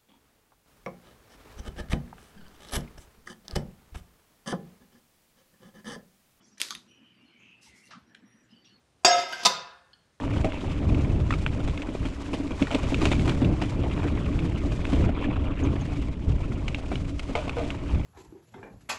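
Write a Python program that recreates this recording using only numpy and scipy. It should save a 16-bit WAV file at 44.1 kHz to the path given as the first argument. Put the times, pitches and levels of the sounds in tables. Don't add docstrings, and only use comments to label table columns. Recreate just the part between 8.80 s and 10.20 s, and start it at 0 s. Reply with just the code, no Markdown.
import sys
import numpy as np
from scipy import signal
from scipy.io import wavfile

SR = 44100
rng = np.random.default_rng(int(sys.argv[2]) if len(sys.argv) > 2 else 0)


def put_to_file(sound):
    columns = np.atleast_2d(sound).T
    safe = np.clip(columns, -1, 1)
    whole_steps = np.round(safe * 32767)
    wavfile.write(sys.argv[1], SR, whole_steps.astype(np.int16))


def rack_gain(trim_db):
    fader = np.asarray(trim_db, float)
    return 10 ** (fader / 20)


N = 61739

# (time [s], level [dB])
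LIP_HITS = [(0.248, -39.5), (.352, -61), (0.397, -58), (0.486, -58.5), (0.524, -48.5), (.545, -59.5),
            (0.594, -61.5), (0.635, -51.5)]
DISH_TIMES = [.633, .6355, .6508, .6532, .6572, .660, .6625, .665, .669, .674]
LANDING_S = DISH_TIMES[4]
TAP_SMEAR_S = 1e-5


def read(table, hz):
    table_hz, value = np.array(table).T
    return np.interp(np.log(hz), np.log(table_hz), value)


def decay(t, t60):
    return np.exp(-np.log(1000) * t / t60)


def band(lo_hz, hi_hz):
    sos = signal.butter(2, [lo_hz, hi_hz], "bandpass", fs=SR, output="sos")
    x = signal.sosfilt(sos, rng.standard_normal(N))
    return x / np.std(x)


def highpass(x, hz):
    return signal.sosfilt(signal.butter(4, hz, "highpass", fs=SR, output="sos"), x)


def ring(modes, seconds=0.49, wobble_db=0, rise_s=0.0003):
    hz, db, t60 = np.array(modes, float).T[:, :, None]
    t = np.arange(int(seconds * SR)) / SR
    if wobble_db:
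        turns_per_s = 59
        knots = np.arange(0, 1, 1 / 60)
        turns = rng.standard_normal((len(hz), 60))
        sway = np.array([np.interp(t * turns_per_s / 60, knots, turn) for turn in turns])
        db = db + wobble_db * sway * np.minimum(t / 0.032, 1)
    tones = rack_gain(db) * decay(t, np.maximum(t60, 0.004)) * np.sin(2 * np.pi * hz * t)
    return np.sum(tones, axis=0) * (1 - np.exp(-t / rise_s))


def skin(colour, t60s, count=400):
    place, life, strength = rng.random((3, count))
    hz = 120 + 15500 * ((np.arange(count) + place) / count) ** 1.6
    spacing_db = 10 * np.log10(np.gradient(hz) + 1)
    t60 = read(t60s, hz) * (0.6 + 0.8 * life)
    db = read(colour, hz) + spacing_db - 10 * np.log10(t60) + 8 * strength
    out = ring(np.c_[hz, db, t60], seconds=0.3, rise_s=0.0001)
    return out / np.max(np.abs(out))


def contacts(times, dbs, smear_s):
    push, k = np.zeros(N), np.arange(400)
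    shapes = rng.standard_normal((len(times), 400)) * np.exp(-k / (smear_s * SR))
    for s, db, shape in zip(times, dbs, shapes):
        push[int(s * SR) + k] += rack_gain(db) * shape / np.sqrt(np.sum(shape ** 2))
    return push


def strike(times, dbs, body, smear_s=0.002):
    return signal.fftconvolve(contacts(times, dbs, smear_s), body)[:N]


def land(body):
    return signal.fftconvolve(np.arange(N) == int(LANDING_S * SR), body)[:N]


def air():
    # (frequency [Hz], density [dB per Hz])
    air_colour = [(25, -41), (70, 3), (270, -10.5), (335, -8), (695, -11.5), (2410, -19.5), (7500, -23.5),
                  (11000, -41.5), (16000, -51)]
    t, hiss = np.arange(N) / SR, 0
    for hz in 30 * 2 ** np.arange(0, 9.1, 0.5):
        flicker = np.interp(t, np.linspace(0, t[-1], 30), rng.standard_normal(30))
        level = rack_gain(read(air_colour, hz) + 1.5 * flicker)
        hiss = hiss + level * np.sqrt(hz) * band(hz / 1.9, hz * 1.3)
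    whine = rack_gain(-88) * band(8825, 8975)
    shake = np.clip((t - 0.245) / 0.01, 0, 1) * np.clip((0.43 - t) / 0.042, 0, 1)
    thud = rack_gain(-57.5) * shake * band(25, 175)
    far_tick = strike([0.011], [-59], ring([(1555, 0, 0.093)], seconds=0.086, rise_s=0.003))
    return rack_gain(-68) * hiss / np.std(hiss) + whine + thud + far_tick


def room(x):
    # (frequency [Hz], t60 [s])
    room_t60 = [(150, 0.26), (300, 0.64), (800, 0.6), (1500, 0.59), (2500, 0.61), (5000, 0.43),
                (9000, 0.28), (15000, 0.051)]
    room_db, build_s = -12, 0.002
    t, tail = np.arange(N) / SR, 0
    for hz in 80 * 2 ** np.arange(0, 7.7, 1 / 3):
        noise = np.sqrt(hz) * band(hz / 1.153, hz * 1.12)
        tail = tail + noise * decay(t, read(room_t60, hz))
    tail = tail * (1 - np.exp(-t / build_s))
    return rack_gain(room_db) * signal.fftconvolve(x, tail / np.sqrt(np.sum(tail ** 2)))[:N]


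def boom():
    modes = [(hz, -55.5, 0.8) for hz in (105, 128.3, 139)]
    return land(ring(modes, seconds=0.2, wobble_db=3.5, rise_s=0.04))


def after_ring():
    tray_hz = [1625, 1685, 1760]
    t = np.arange(N) / SR - LANDING_S
    tray = ring([(hz, -52.5, 0.85) for hz in tray_hz], seconds=0.34, wobble_db=6.5, rise_s=0.086)
    flutter = band(9500, 13500) * (t > 0) * decay(np.maximum(t, 0), 0.25)
    return strike([LANDING_S], [0], tray, TAP_SMEAR_S) + rack_gain(-46.5) * flutter


def belly():
    modes = [(hz, -28, 0.11) for hz in (200, 387, 492, 560)]
    return land(ring(modes, seconds=0.2, rise_s=0.0074))


def clink():
    # (time [s], level [dB])
    clinks = [(1.1322, -47.5)]
    clink_hz = [1500, 1680, 3020, 3140, 3280, 4340, 4480, 4650, 4900]
    # (level [dB], t60 [s])
    clink_modes = [(-16.5, .03), (-8, .046), (-2, .04), (-1.5, .035), (0, .03), (3, .04), (0, .025),
                   (-1, .025), (-3, .025)]
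    body = ring(np.c_[clink_hz, clink_modes], seconds=0.1, rise_s=0.0016)
    return strike(*np.array(clinks).T, body, TAP_SMEAR_S)


def dish():
    hits_db = np.array([-24, -22, -5, -2, 1.5, -9, -7, -3, -7, -14])
    dish_hz = [707, 1010, 1254, 2073, 2466, 2620, 3634, 4091, 4511, 4800, 5250, 6024, 7321]
    # (level [dB], t60 [s])
    dish_modes = [(-11, 0.052), (-10.5, 0.1), (-6, 0.076), (-8.5, 0.051), (-20, 0.14), (1, 0.021),
                  (-9.5, 0.09), (-22.5, 0.035), (-24.5, 0.117), (-26, 0.031), (-20.5, 0.14), (0, 0.012),
                  (-5.5, 0.016)]
    # (frequency [Hz], level [dB])
    dish_skin = [(59, -46), (100, -40), (1250, 6), (1830, -6.5), (2040, -19.5), (2270, -10), (4670, 14),
                 (14400, -22.5), (16000, -38.5)]
    # (frequency [Hz], t60 [s])
    dish_skin_t60 = [(100, 0.29), (1000, 0.046), (5000, 0.019), (15000, 0.068)]
    counter_hz = [170, 528]
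    # (level [dB], t60 [s])
    counter_modes = [(-44, 0.4), (-42, 0.7)]
    ring_db = -16.5
    spread = (np.arange(36) + rng.random(36)) / 36
    tray = [(1280 + 1050 * (u - 0.5), -45.5, 0.54 + 0.56 * u) for u in spread]
    body = ring(np.c_[dish_hz, dish_modes], seconds=0.33)
    counter = ring(np.c_[counter_hz, counter_modes], seconds=0.46, wobble_db=6.5, rise_s=0.0099)
    return (strike(DISH_TIMES, hits_db + ring_db, body)
            + strike(DISH_TIMES, hits_db, skin(dish_skin, dish_skin_t60), smear_s=0.0051)
            + strike(DISH_TIMES, hits_db + ring_db, ring(tray, seconds=0.7, wobble_db=9))
            + strike([LANDING_S], [0], counter, TAP_SMEAR_S))


def rattle():
    # (time [s], level [dB])
    pressure = [(.26, -38.5), (0.329, -50.5), (0.401, -46), (0.462, -64), (0.499, -57.5), (.525, -51.5),
                (.55, -57.5), (0.602, -55.5), (0.645, -53.5)]
    knocks_per_s, scatter_db = 1500, 3
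    t, (s, db) = np.arange(N) / SR, np.array(pressure).T
    knock = (rng.random(N) < knocks_per_s / SR) * rng.choice([-1, 1], N)
    knock = knock * rack_gain(scatter_db * rng.standard_normal(N))
    return knock * rack_gain(np.interp(t, s, db, left=-200, right=-200))


def haze():
    hz = 8800 + 6800 * (np.arange(70) + rng.random(70)) / 70
    db = -21 - 1.6 * (hz - hz[0]) / 1000
    body = ring(np.c_[hz, db, np.full(70, 0.072)], seconds=0.25)
    shimmer = signal.fftconvolve(rattle(), body)[:N]
    return strike(*np.array(LIP_HITS).T, body, smear_s=0.003) + rack_gain(-18) * shimmer


def clang():
    clang_hz = [385, 1000, 2500, 2750, 3300, 3550, 4750, 5050]
    # (level [dB], t60 [s])
    clang_modes = [(2, 0.093), (1.5, 0.041), (0, 0.03), (10.5, 0.019), (3, 0.081), (3.5, 0.043), (11, .06),
                   (3.5, 0.079)]
    body = ring(np.c_[clang_hz, clang_modes], seconds=0.15, rise_s=0.0004)
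    return strike([0.2479], [-23], body, TAP_SMEAR_S)


def scuff():
    # (time [s], level [dB])
    scuffs = [(0.522, -31.5), (0.53, -28.5), (0.534, -45), (0.602, -41)]
    # (frequency [Hz], level [dB], t60 [s])
    scuff_modes = [(1481, 11.5, 0.011), (1565, -6.5, 0.15), (1900, -4, 0.022), (2703, -6, 0.011),
                   (2980, 5, 0.025), (3774, -4, 0.025), (4700, -6.5, 0.057)]
    body = ring(scuff_modes, seconds=0.1, rise_s=0.0016)
    return strike(*np.array(scuffs).T, body, smear_s=0.0035)


def bowl():
    # (time [s], bowl [dB], rim [dB], cup [dB], crack of the wall [dB])
    bowl_hits = [
        (0.2343, -59.5, -61, -42, -61.5),
        (0.2476, -18.5, -15, -4.5, -1),
        (.2500, -43.5, -26.5, -19.5, -6),
        (0.2532, -41, -31, -20, -2),
    ]
    bowl_hz = [367, 495, 548, 654, 703, 732, 949, 1001, 1294, 1605, 1660, 2026, 2066, 2100]
    # (level [dB], t60 [s])
    bowl_modes = [(-22.5, 1.5), (-21.5, 2.4), (-12.5, 0.88), (-3.5, 0.68), (1.5, 1.2), (-6, 0.95),
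                  (-16.5, 0.94), (1, 0.088), (-11.5, 0.7), (-17, 1.2), (-7.5, 0.23), (-28, 1.4), (-17.5, 1),
                  (-22, 1.4)]
    rim_hz = [2469, 2514, 2589, 2875, 3284, 3677, 4124, 4490, 4755, 4982, 5057, 5308, 5586]
    # (level [dB], t60 [s])
    rim_modes = [(-9, 0.15), (-24, 0.53), (-18.5, 0.13), (-24.5, .35), (-15, 0.27), (-19, 0.34),
                 (-28.5, 0.45), (-23, .5), (-9, 0.1), (-9, 0.31), (-31, 0.47), (-12, 0.3), (-9.5, 0.18)]
    cup_hz = [6530, 6702, 7100, 7504, 7946, 8382, 8705]
    # (level [dB], t60 [s])
    cup_modes = [(-24.5, 0.46), (-20, 0.14), (-25.5, 0.14), (-24, 0.15), (-25, 0.14), (-37.5, 0.099),
                 (-27.5, 0.07)]
    lip_hz = [9679, 10240, 10420, 11100, 11600, 11950, 12740, 13500, 15100]
    # (level [dB], t60 [s])
    lip_modes = [(-8, .1), (0.5, 0.053), (-8, 0.12), (-12.5, 0.24), (-10, 0.12), (-10.5, 0.06), (-10, .12),
                 (-15, .06), (-18, 0.06)]
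    # (frequency [Hz], level [dB])
    bowl_skin = [(59, -65), (100, -42.5), (662, -20.5), (836, -15), (970, -3.5), (3540, 1.5), (3940, -3),
                 (4980, 3), (16000, -54)]
    # (frequency [Hz], t60 [s])
    bowl_skin_t60 = [(100, 0.2), (1000, 0.18), (5000, 0.085), (15000, .06)]
    t = np.arange(N) / SR
    s, bowl_db, rim_db, cup_db, crack_db = np.array(bowl_hits).T

    modes = np.c_[bowl_hz, bowl_modes]
    touched = (modes[:, 0] > 400) & (modes[:, 0] < 800)
    finger = rack_gain(-12 * np.clip((t - 0.395) / 0.035, 0, 1))
    dulled = finger * strike(s, bowl_db, ring(modes[touched], wobble_db=2.9), TAP_SMEAR_S)
    free = strike(s, bowl_db, ring(modes[~touched], wobble_db=7.5), TAP_SMEAR_S)

    rim = ring(np.c_[rim_hz, rim_modes], wobble_db=11)
    cup = ring(np.c_[cup_hz, cup_modes], wobble_db=11)
    lip = ring(np.c_[lip_hz, lip_modes], wobble_db=11)
    wall = skin(bowl_skin, bowl_skin_t60)
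    blows = (dulled + free + scuff()
             + strike(s, rim_db, rim, TAP_SMEAR_S)
             + strike(s, cup_db, cup)
             + strike(s, crack_db, wall, smear_s=0.00084)
             + strike(*np.array(LIP_HITS).T, lip, smear_s=0.0018))

    buzz = rack_gain(-7.5) * rim + rack_gain(1.5) * cup + rack_gain(-23.5) * lip
    dull_wall = signal.sosfilt(signal.butter(4, 7000, fs=SR, output="sos"), wall)
    buzz[:len(wall)] += rack_gain(19) * dull_wall
    hand = decay(np.maximum(t - 0.65, 0), 0.034)
    return (blows + signal.fftconvolve(rattle(), buzz)[:N]) * hand


def scene():
    near = bowl() + clang()
    far = dish() + clink() + belly()
    steel = near + far + room(rack_gain(0.5) * near + far)
    heard = highpass(steel + haze() + after_ring(), 140)
    floor = highpass(air(), 45)
    return (heard + floor + boom())[None, :]


def top_cut(x):
    return signal.sosfilt(signal.butter(12, 16670, fs=SR, output="sos"), x)


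def record(dry):
    softness = 0.3
    rounded = np.tanh(dry * softness) / softness
    mix = signal.sosfilt(signal.ellip(6, 0.2, 30, 15600, fs=SR, output="sos"), rounded)
    return top_cut(mix)


dry = scene()
out = record(dry)
put_to_file(out)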